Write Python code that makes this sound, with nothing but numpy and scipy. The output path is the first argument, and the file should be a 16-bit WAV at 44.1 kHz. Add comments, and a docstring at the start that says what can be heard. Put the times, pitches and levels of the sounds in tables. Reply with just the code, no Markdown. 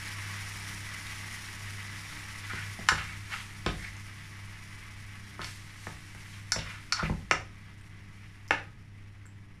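"""Diced chicken sizzles in a wide pan on an electric hob in a small kitchen: bubbles burst over a hiss of steam.
Thick sauce from a glass jar is stirred in and slowly smothers the frying. A plastic spatula scrapes through it as
sliding bands of tiny slips, and its blows ring the pan's modes: clacks on the wall, thuds on the glass top.
The hob hums in wavering sines under the fan's rush of air. Handling and pops of fat gain the room's echoes;
the frying and the hob reach the microphone without them."""
import sys
import numpy as np
from scipy import signal
from scipy.fft import rfft, irfft, next_fast_len
from scipy.io import wavfile

SR = 44100
rng = np.random.default_rng(int(sys.argv[2]) if len(sys.argv) > 2 else 0)


def generate_wav(signal):
    """Clip the signal to [-1, 1] and save it as 16-bit WAV at the path in sys.argv[1]."""
    frames = np.transpose(np.atleast_2d(signal))
    scaled = np.clip(frames, -1, 1) * 32767
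    pcm = np.round(scaled).astype(np.int16)
    wavfile.write(sys.argv[1], SR, pcm)


N = 423345
TIME = np.arange(N) / SR
CUTOFF_HZ = 15250   # top of the whole sound


def sizzle(bursts_per_s=7000, spread_db=2.6, steam_db=0.0, spits_per_s=130, spit_db=-16,
           crackle_db=-12.0, sputter_db=1.07, spray_sputter_db=1.4, split_hz=3800):
    """Steam bubbles burst in fat over a hiss, with crackle and spits; sauce damps these and the fine spray most."""
    # colour of the frying before the pan shapes it: (frequency [Hz], relative density [dB per Hz])
    frying_colour = [(300, -14), (600, -15.5), (850, -10), (1150, -6), (1450, -3), (2050, 1), (2700, -5),
                     (4100, -11.5), (5400, -11), (6500, -12.5), (8400, -17), (9600, -12), (12000, -22.5),
                     (15000, -29)]
    start_db, spray_start_db = -44, -48.5
    spray_follows = 1.4   # dB of spray lost for each dB of frying lost
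    loss_db = smothering()

    bursts = grains(bursts_per_s * from_db(-loss_db / 2), spread_db)
    steam = from_db(steam_db) * rng.standard_normal(N)
    frying = in_pan(coloured(bursts + steam, frying_colour))
    coarse = rms_one(signal.sosfilt(signal.butter(3, split_hz, "low", fs=SR, output="sos"), frying))
    spray = rms_one(signal.sosfilt(signal.butter(3, split_hz, "high", fs=SR, output="sos"), frying))

    spits = in_pan(band(grains(spits_per_s, 3.7), 5000, 12000))
    coarse = coarse + from_db(crackle_db - loss_db / 2) * crackle()
    spray = spray + from_db(spit_db - loss_db / 2) * spits
    # bubbles go off in small clusters
    coarse = coarse * from_db(sputter_db * drift(70))
    spray = spray * from_db(spray_sputter_db * drift(70))
    return from_db(start_db - loss_db) * coarse + from_db(spray_start_db - spray_follows * loss_db) * spray


def smothering(cooling_db_per_s=1.0, fold_s=0.35):
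    """Loss of the frying in dB: sauce cools it steadily, and each fold over hot metal takes a step more."""
    # folds of sauce over hot metal: (time of mid-fold [s], loss [dB])
    folds = [(2.95, 2.5), (7.15, 3), (8.6, 2.5)]
    loss_db = cooling_db_per_s * TIME
    for s, fold_loss_db in folds:
        loss_db = loss_db + fold_loss_db * np.clip((TIME - s) / fold_s + .5, 0, 1)
    return loss_db


def crackle(per_s_each=35, spread_db=0.7, low_hz=1800, high_hz=4400, q=9):
    """Larger bubbles burst one by one, each with a brief ring at one of eight pitches; rms 1."""
    out = np.zeros(N)
    for hz in np.geomspace(low_hz, high_hz, 8):
        bursts = grains(per_s_each, spread_db) + 1e-18
        out += signal.lfilter(*signal.iirpeak(hz, q, SR), bursts)
    return rms_one(out)


def in_pan(x):
    """The bowl shapes a few pitches of the frying, and short echoes comb its spectrum; rms 1."""
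    # resonances of the pan's bowl over the food: (frequency [Hz], width [Hz], boost [dB])
    bowl = [(894, 210, 2.5), (1123, 14, 10.5), (1190, 63, 0.5), (1490, 79, -0.5), (1800, 110, 2),
            (1870, 60, -1), (2030, 106, 4.5), (2270, 27, 3.5), (3360, 90, 0), (5000, 125, 3.5),
            (5320, 75, 5), (5630, 42, 10)]
    # short echoes inside the pan and close around it: (delay [s], level [dB])
    near_echoes = [(.0017, -34), (.0031, -18), (.0047, -19.5), (.0083, -27), (0.014, -10.5)]
    shaped = x
    for hz, width_hz, boost_db in bowl:
        shaped = shaped + (from_db(boost_db) - 1) * signal.lfilter(*signal.iirpeak(hz, hz / width_hz, SR), x)
    combed = shaped
    for delay, db in near_echoes:
        combed = combed + from_db(db) * np.interp(TIME - delay, TIME, shaped, left=0)
    return rms_one(combed)


def knocks(tick_low_hz=4600, tick_top_hz=8000, tick_t60=.06):
    """Blade on the pan's floor: a softer contact is duller, and the weight behind it rocks the pan on the glass."""
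    # Sauce softens the contact, the spot struck sets the hollow note, the hand damps the thud.
    # (time [s], level before the mix trim [dB], contact top [Hz], hollow note [Hz], its lift [dB],
    #  first-touch tick before the trim [dB], thud before the trim [dB], t60 of the hand's damping [s])
    landings = [(2.533, -45, 1600, 400, 4, -75, -41.5, 1), (2.789, -46.5, 746, 400, 7, -85, -42.5, 1.1),
                (2.9175, -33.5, 2200, 565, 8, -52, -33.5, 3),
                (3.6626, -29.5, 3180, 340, 8, -43.5, -29.5, 0.46), (3.684, -41, 900, 340, 7, -80, -32, .3),
                (5.393, -40.5, 1630, 700, 1, -70, -42.5, 1), (5.416, -42.5, 3720, 700, 4, -55, -64, 1),
                (5.869, -39.5, 2220, 780, 4, -62, -42.5, 1), (6.148, -52.5, 2580, 344, 3, -64, -53, 1),
                (6.561, -36.5, 2800, 600, 9, -56, -38.5, 0.44),
                (6.579, -47.5, 700, 344, 8, -80, -36.5, 0.35), (7.027, -35, 1900, 750, 3, -66, -28.5, 1.5),
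                (7.096, -37.5, 1120, 700, 2, -70, -28, 0.19), (7.116, -55, 700, 500, 4, -80, -39, 0.22),
                (7.3112, -21, 2750, 740, 6, -33, -41, 1.2), (8.508, -21.5, 2570, 1300, 3.5, -42.5, -46, .6),
                (9.254, -57.5, 2500, 1700, 4, -75, -66, .3)]
    thud_low_hz, thud_top_hz = 28, 368
    out = np.zeros(N)
    for s, db, contact_hz, hollow_hz, hollow_db, tick_db, thud_db, thud_t60 in landings:
        pan = blow()
        t = TIME[:len(pan)]

        floor = band(pan, thud_top_hz, CUTOFF_HZ, order=4)
        # the springy contact lifts a band round its top
        floor = lift(floor, contact_hz, 1.1, 1)
        floor = lift(floor, hollow_hz, 2.6, hollow_db)
        floor = low_pass(floor, contact_hz, order=6)

        tick = band(pan, tick_low_hz, tick_top_hz, order=1) * fade(t, tick_t60)

        thud = band(pan, thud_low_hz, CUTOFF_HZ)
        thud = lift(thud, 65, .8, 4.5)   # the hob's glass booms
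        thud = low_pass(thud, thud_top_hz, order=4) * fade(t, thud_t60)
        add(out, s, at_level(floor, db) + at_level(tick, tick_db) + at_level(thud, thud_db))
    return out


def clacks():
    """Blade's edge on the bare wall, a bright clack without rocking; blade and rim notes vary from strong to weak."""
    # (time [s], level before the mix trim [dB], then lift or cut [dB] of the blade's note, of the hollow,
    #  of the rim's note and of the treble)
    wall_hits = [(2.887, -19, 16, 2.5, -4.5, 0), (2.893, -30.5, 8, 5, -3, 1), (5.444, -40.5, -11, 6, 0, -9),
                 (6.52, -25.5, -0.5, -12, 1, 2.5), (6.9232, -26, 5.5, 0, 2.5, -7),
                 (6.930, -36.5, -5, -8, 11, 5)]
    out = np.zeros(N)
    for s, db, blade_db, hollow_db, rim_db, treble_db in wall_hits:
        wall = low_pass(band(blow(), 815, 18000, order=6), 3100, order=1)
        wall = lift(wall, 1440, 3.2, blade_db)   # the plastic blade's own note
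        wall = lift(wall, 5240, 2.9, rim_db)
        wall = lift(wall, 2950, 2.3, hollow_db)   # between the notes of blade and rim
        wall = lift(wall, 9800, 0.9, treble_db)   # a sharper edge has more
        add(out, s, at_level(wall, db))
    return out


def blow(contact_t60=0.013, contact_cycles=1.6, free_db=-38, rocking_db=-10, rocking_hz=230, snap_db=8,
         snap_t60=0.0017, clatter_db=8.0, clatter_t60=0.033, scatter_db=1.5, top_hz=10400):
    """Snap, brief clatter and pan modes: contact damps them, but low ones, the pan rocking on the hob, ring on."""
    # modes of the pan on the hob: (frequency [Hz], level before scatter [dB], free t60 [s])
    pan_modes = [(38.3, -7, .3), (73.4, -2, 0.49), (124, -2, 0.27), (156.2, 3, 0.37), (207.3, 3.5, 0.091),
                 (294.8, -2, 0.15), (337.5, -1, 0.12), (464, -6.5, 0.064), (723, -4.5, 0.069),
                 (768, -3.5, .25), (896, -2, .22), (1320, -1, .12), (1260, 1, 0.58), (1466, 1.5, 0.029),
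                 (1733, 0.5, .2), (2125, 2, 0.109), (2144, 3.5, 0.038), (2360, -6.5, .2),
                 (2560, -7.5, 0.06), (3110, -12.5, 0.16), (3620, 0.5, 0.079), (4416, 9, 0.16),
                 (5010, 9.5, 0.13), (5080, 8.5, 0.074), (5350, 11, .11), (5940, 8.5, 0.086),
                 (6590, 2, 0.056), (7370, 5, .12), (8750, -2, .1), (9600, 1, .1), (10650, 3.5, .12)]
    t = TIME[:SR // 2]
    envelope = from_db(snap_db) * fade(t, snap_t60) + from_db(clatter_db) * fade(t, clatter_t60)
    out = band(rng.standard_normal(len(t)) * envelope, rocking_hz, 12600, order=1)
    for k, (hz, db, t60) in enumerate(pan_modes):
        free = from_db(free_db) + from_db(rocking_db) / (1 + (hz / rocking_hz) ** 4)
        decay = fade(t, contact_t60 + contact_cycles / hz) + free * fade(t, t60)
        gain = from_db(db + scatter_db * rng.standard_normal())
        out += (-1) ** k * gain * np.sin(2 * np.pi * hz * t) * decay
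    # plastic is too soft to excite the highest treble
    return low_pass(out, top_hz, order=3)


def scrapes(slips_per_s=3500, spread_db=1.5, stick_db=3.5, skirt_db=-13, skirt_low_hz=700, skirt_high_hz=4500,
            hiss_low_hz=2900, hiss_high_hz=6000):
    """Dense tiny slips of the blade ring in a resonance that slides; sauce pushed onto hot metal hisses."""
    # spatula strokes: (start [s], length [s], scrape level before the mix trim [dB], centre [Hz],
    #  rise [octaves], width [octaves], hiss level before the trim [dB])
    strokes = [(2.457, 0.22, -37, 1800, .2, .7, -52), (2.931, 0.14, -35, 1800, 0.45, 1, -53.5),
               (3.037, 0.16, -44, 1950, 0.082, 0.66, -61), (3.27, 0.17, -36.5, 1800, 0.46, 1.2, -49.5),
               (3.66, 0.066, -37, 2230, -0.22, 1.1, -56), (3.73, 0.18, -46, 1950, -0.043, 0.34, -57),
               (3.803, 0.1, -39, 1920, 0.088, 0.4, -81), (5.386, .15, -42.5, 1930, 0.33, 0.99, -48.5),
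               (5.734, 0.25, -56, 2000, .3, 0.97, -53.5), (5.957, 0.79, -60, 1990, 0.17, .8, -59.5),
               (6.312, 0.064, -51.5, 2340, 0.24, 1.1, -72), (6.561, 0.086, -41.5, 2670, -0.43, 1, -66),
               (6.589, .24, -42.5, 1730, .1, 1.16, -65), (6.68, 0.023, -40.5, 2320, 0.023, 0.077, -62),
               (6.964, 0.028, -36.5, 1580, 0.025, 1, -67), (6.978, .06, -33, 1240, 0.81, .9, -66),
               (7.017, 0.06, -32.5, 2020, 0.456, .6, -60), (8.123, 0.26, -60, 2020, 0.22, 0.77, -73),
               (8.506, .055, -31, 2480, -0.054, 0.26, -76), (8.567, 0.047, -41, 1730, 0.0062, 0.53, -76)]
    press_share = 0.37   # share of a stroke until it presses hardest
    hiss_share, hiss_t60 = 0.45, 0.85   # share until the bared metal hisses most; then it fades behind the blade [s]
    slips = grains(slips_per_s, spread_db) * from_db(stick_db * drift(120))
    skirt = from_db(skirt_db) * rms_one(band(slips, skirt_low_hz, skirt_high_hz, order=3))
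    hiss = band(rng.standard_normal(N), hiss_low_hz, 11700, order=3)
    hiss = rms_one(low_pass(hiss, hiss_high_hz, order=1))
    out, flare = np.zeros(N), np.zeros(N)
    for start, length, db, hz, rise, width, hiss_db in strokes:
        hardest = start + length * press_share
        pressure = np.interp(TIME, [start, hardest, start + length], [0, 1, 0])
        on = pressure > 0
        edge = 2 ** (max(width, .05) / 2)
        ring = band(slips[TIME > start][:SR], hz / edge, hz * edge)
        # reading the ring ever faster or slower slides its pitch
        speed = 2 ** (rise * np.linspace(-.5, .5, on.sum()))
        sliding = np.interp(np.cumsum(speed), np.arange(len(ring)), ring)
        out[on] += from_db(db) * pressure[on] * (rms_one(sliding) + skirt[on])

        t, swell_s = TIME[:SR], length * hiss_share
        swell = np.minimum(t / swell_s, 1) * fade(np.maximum(t - swell_s, 0), hiss_t60)
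        add(flare, start, from_db(hiss_db) * swell)
    return out + flare * hiss


def pings(rows, ring_t60, ring_q, click_db, click_t60):
    """Light taps or pops: each is a tiny click and a short, damped ring."""
    t, out = TIME[:SR // 8], np.zeros(N)
    for s, hz, db in rows:
        noise = rng.standard_normal(len(t))
        ring = signal.lfilter(*signal.iirpeak(hz, ring_q, SR), band(noise, 0.73 * hz, 1.7 * hz))
        ring = rms_one(ring) * fade(t, ring_t60)
        click = from_db(click_db) * band(noise, 1400, 13000) * fade(t, click_t60)
        add(out, s, from_db(db) * (ring + click))
    return out


def hob(waver_db=2.0, phase_wander=.12, fan_wander=1.0, hum_fade_db_per_s=0.65):
    """Mains hum and the wavering lines of the cooling fan slowly grow quieter, over a steady rush of air."""
    # hum of hob and fan: (frequency [Hz], starting level before wavering [dB rms])
    hum_lines = [(33, -69), (66.5, -58.5), (99.9, -45), (133, -64), (161, -60.5), (199.6, -59), (232, -69),
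                 (298.5, -65.5), (332, -72.5), (399, -72)]
    # colour of the fan's air: (frequency [Hz], relative density [dB per Hz])
    fan_colour = [(20, 10.5), (35, 7.5), (60, 0), (120, 4), (190, -2.5), (270, -9), (400, -18), (600, -21),
                  (1200, -22), (4000, -58)]
    loudest_db = max(db for hz, db in hum_lines)
    hum = np.zeros(N)
    for hz, db in hum_lines:
        # the loudest line holds its phase [rad] more firmly
        wander = phase_wander if db == loudest_db else fan_wander
        gain = np.sqrt(2) * from_db(db + waver_db * drift(9.7))
        hum += gain * np.sin(2 * np.pi * hz * TIME + wander * drift(5.7))
    air = from_db(-52.5) * coloured(rng.standard_normal(N), fan_colour)
    return from_db(-hum_fade_db_per_s * TIME) * hum + air


def kitchen(x, wet_db=-3.5, first_echo_s=0.0011):
    """Worktop and tiled walls answer at once with dense echoes, even in all bands, each dying at its own rate."""
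    # kitchen reverberation: (frequency [Hz], t60 [s])
    kitchen_t60 = [(60, 1), (200, 0.38), (600, 0.33), (2000, 0.26), (5000, 0.32), (12000, 0.23)]
    t, edges = TIME[:SR // 2], np.geomspace(25, 18000, 24)
    build_up = np.clip(t / first_echo_s - .5, 0, 1)
    tail = np.zeros(len(t))
    for low, high in zip(edges, edges[1:]):
        decay = fade(t, at_hz(kitchen_t60, np.sqrt(low * high)))
        echoes = band(rng.standard_normal(len(t)), low, high) * build_up * decay
        tail += np.sqrt(high - low) * rms_one(echoes)   # wider bands carry more power
    return x + from_db(wet_db) * signal.fftconvolve(x, tail / np.linalg.norm(tail))[:N]


def from_db(db):
    """Decibels to gain."""
    return 10 ** (np.asarray(db) / 20)


def rms_one(x):
    """Scale to unit power."""
    return x / np.sqrt(np.mean(x ** 2) + 1e-20)


def at_hz(points, hz):
    """Read a table on a log-frequency axis."""
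    f, value = np.transpose(points)
    return np.interp(np.log(np.maximum(hz, 1)), np.log(f), value)


def band(x, low_hz, high_hz, order=2):
    """Causal band-pass."""
    sos = signal.butter(order, [low_hz, min(high_hz, SR / 2 - 1)], "band", fs=SR, output="sos")
    return signal.sosfilt(sos, x + 1e-18)


def low_pass(x, top_hz, order=2):
    """Causal low-pass."""
    return signal.sosfilt(signal.butter(order, min(top_hz, SR / 2 - 1), fs=SR, output="sos"), x)


def lift(x, hz, q, db):
    """Raise or lower a band round one pitch."""
    return x + (from_db(db) - 1) * signal.lfilter(*signal.iirpeak(hz, q, SR), x)


def coloured(x, spectrum):
    """Give a steady sound a spectrum; rms 1."""
    size = next_fast_len(N)
    gain = from_db(at_hz(spectrum, np.arange(size // 2 + 1) * SR / size))
    return rms_one(irfft(rfft(x, size) * gain, size)[:N])


def fade(t, t60):
    """Loses 60 dB in t60 seconds."""
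    return np.exp(-np.log(1000) * t / max(t60, 1e-4))


def drift(rate):
    """Random values joined by straight lines, rate of them a second; rms 1."""
    steps = rng.standard_normal(N // 20)
    return rms_one(np.interp(TIME * rate, np.arange(N // 20), steps))


def grains(per_s, spread_db):
    """Random clicks, many small and a few large; rms 1."""
    sizes = from_db(spread_db * np.minimum(rng.exponential(1, N), 6)) * rng.choice([-1, 1], N)
    return rms_one(sizes * (rng.random(N) < per_s / SR))


def at_level(x, db):
    """Set the level of a blow's first 20 ms."""
    return from_db(db) * x / np.std(x[:SR // 50])


def add(out, s, x):
    """Mix a sound in at a time in seconds."""
    at = round(s * SR)
    out[at:at + len(x)] += x[:N - at]


def scene(knock_db=-1, clack_db=-1, scrape_db=-2, jar_db=-3):
    """Spatula, pan, jar and popping fat echo in the kitchen, over the frying and the hob."""
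    # light taps on the sauce jar: (time [s], ring [Hz], level before the mix trim [dB])
    jar_taps = [(6.149, 10200, -49), (7.812, 7900, -51), (8.479, 5400, -41), (8.485, 5500, -41),
                (9.258, 7600, -51), (9.265, 7600, -47.5)]
    # the loudest pops of fat: (time [s], ring [Hz], level [dB])
    fat_pops = [(.079, 3670, -42), (1.067, 3640, -34.5), (3.967, 5500, -41)]
    jar = pings(jar_taps, ring_t60=0.013, ring_q=20, click_db=-5, click_t60=.008)
    pops = pings(fat_pops, ring_t60=0.009, ring_q=7.3, click_db=-8, click_t60=.005)
    spatula = from_db(knock_db) * knocks() + from_db(clack_db) * clacks() + from_db(scrape_db) * scrapes()
    handling = spatula + from_db(jar_db) * jar
    return (kitchen(handling + pops) + sizzle() + hob())[None]


def record(dry):
    """The top is cut steeply."""
    return signal.sosfilt(signal.ellip(10, .2, 70, CUTOFF_HZ, fs=SR, output="sos"), dry)


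dry = scene()
out = record(dry)
generate_wav(out)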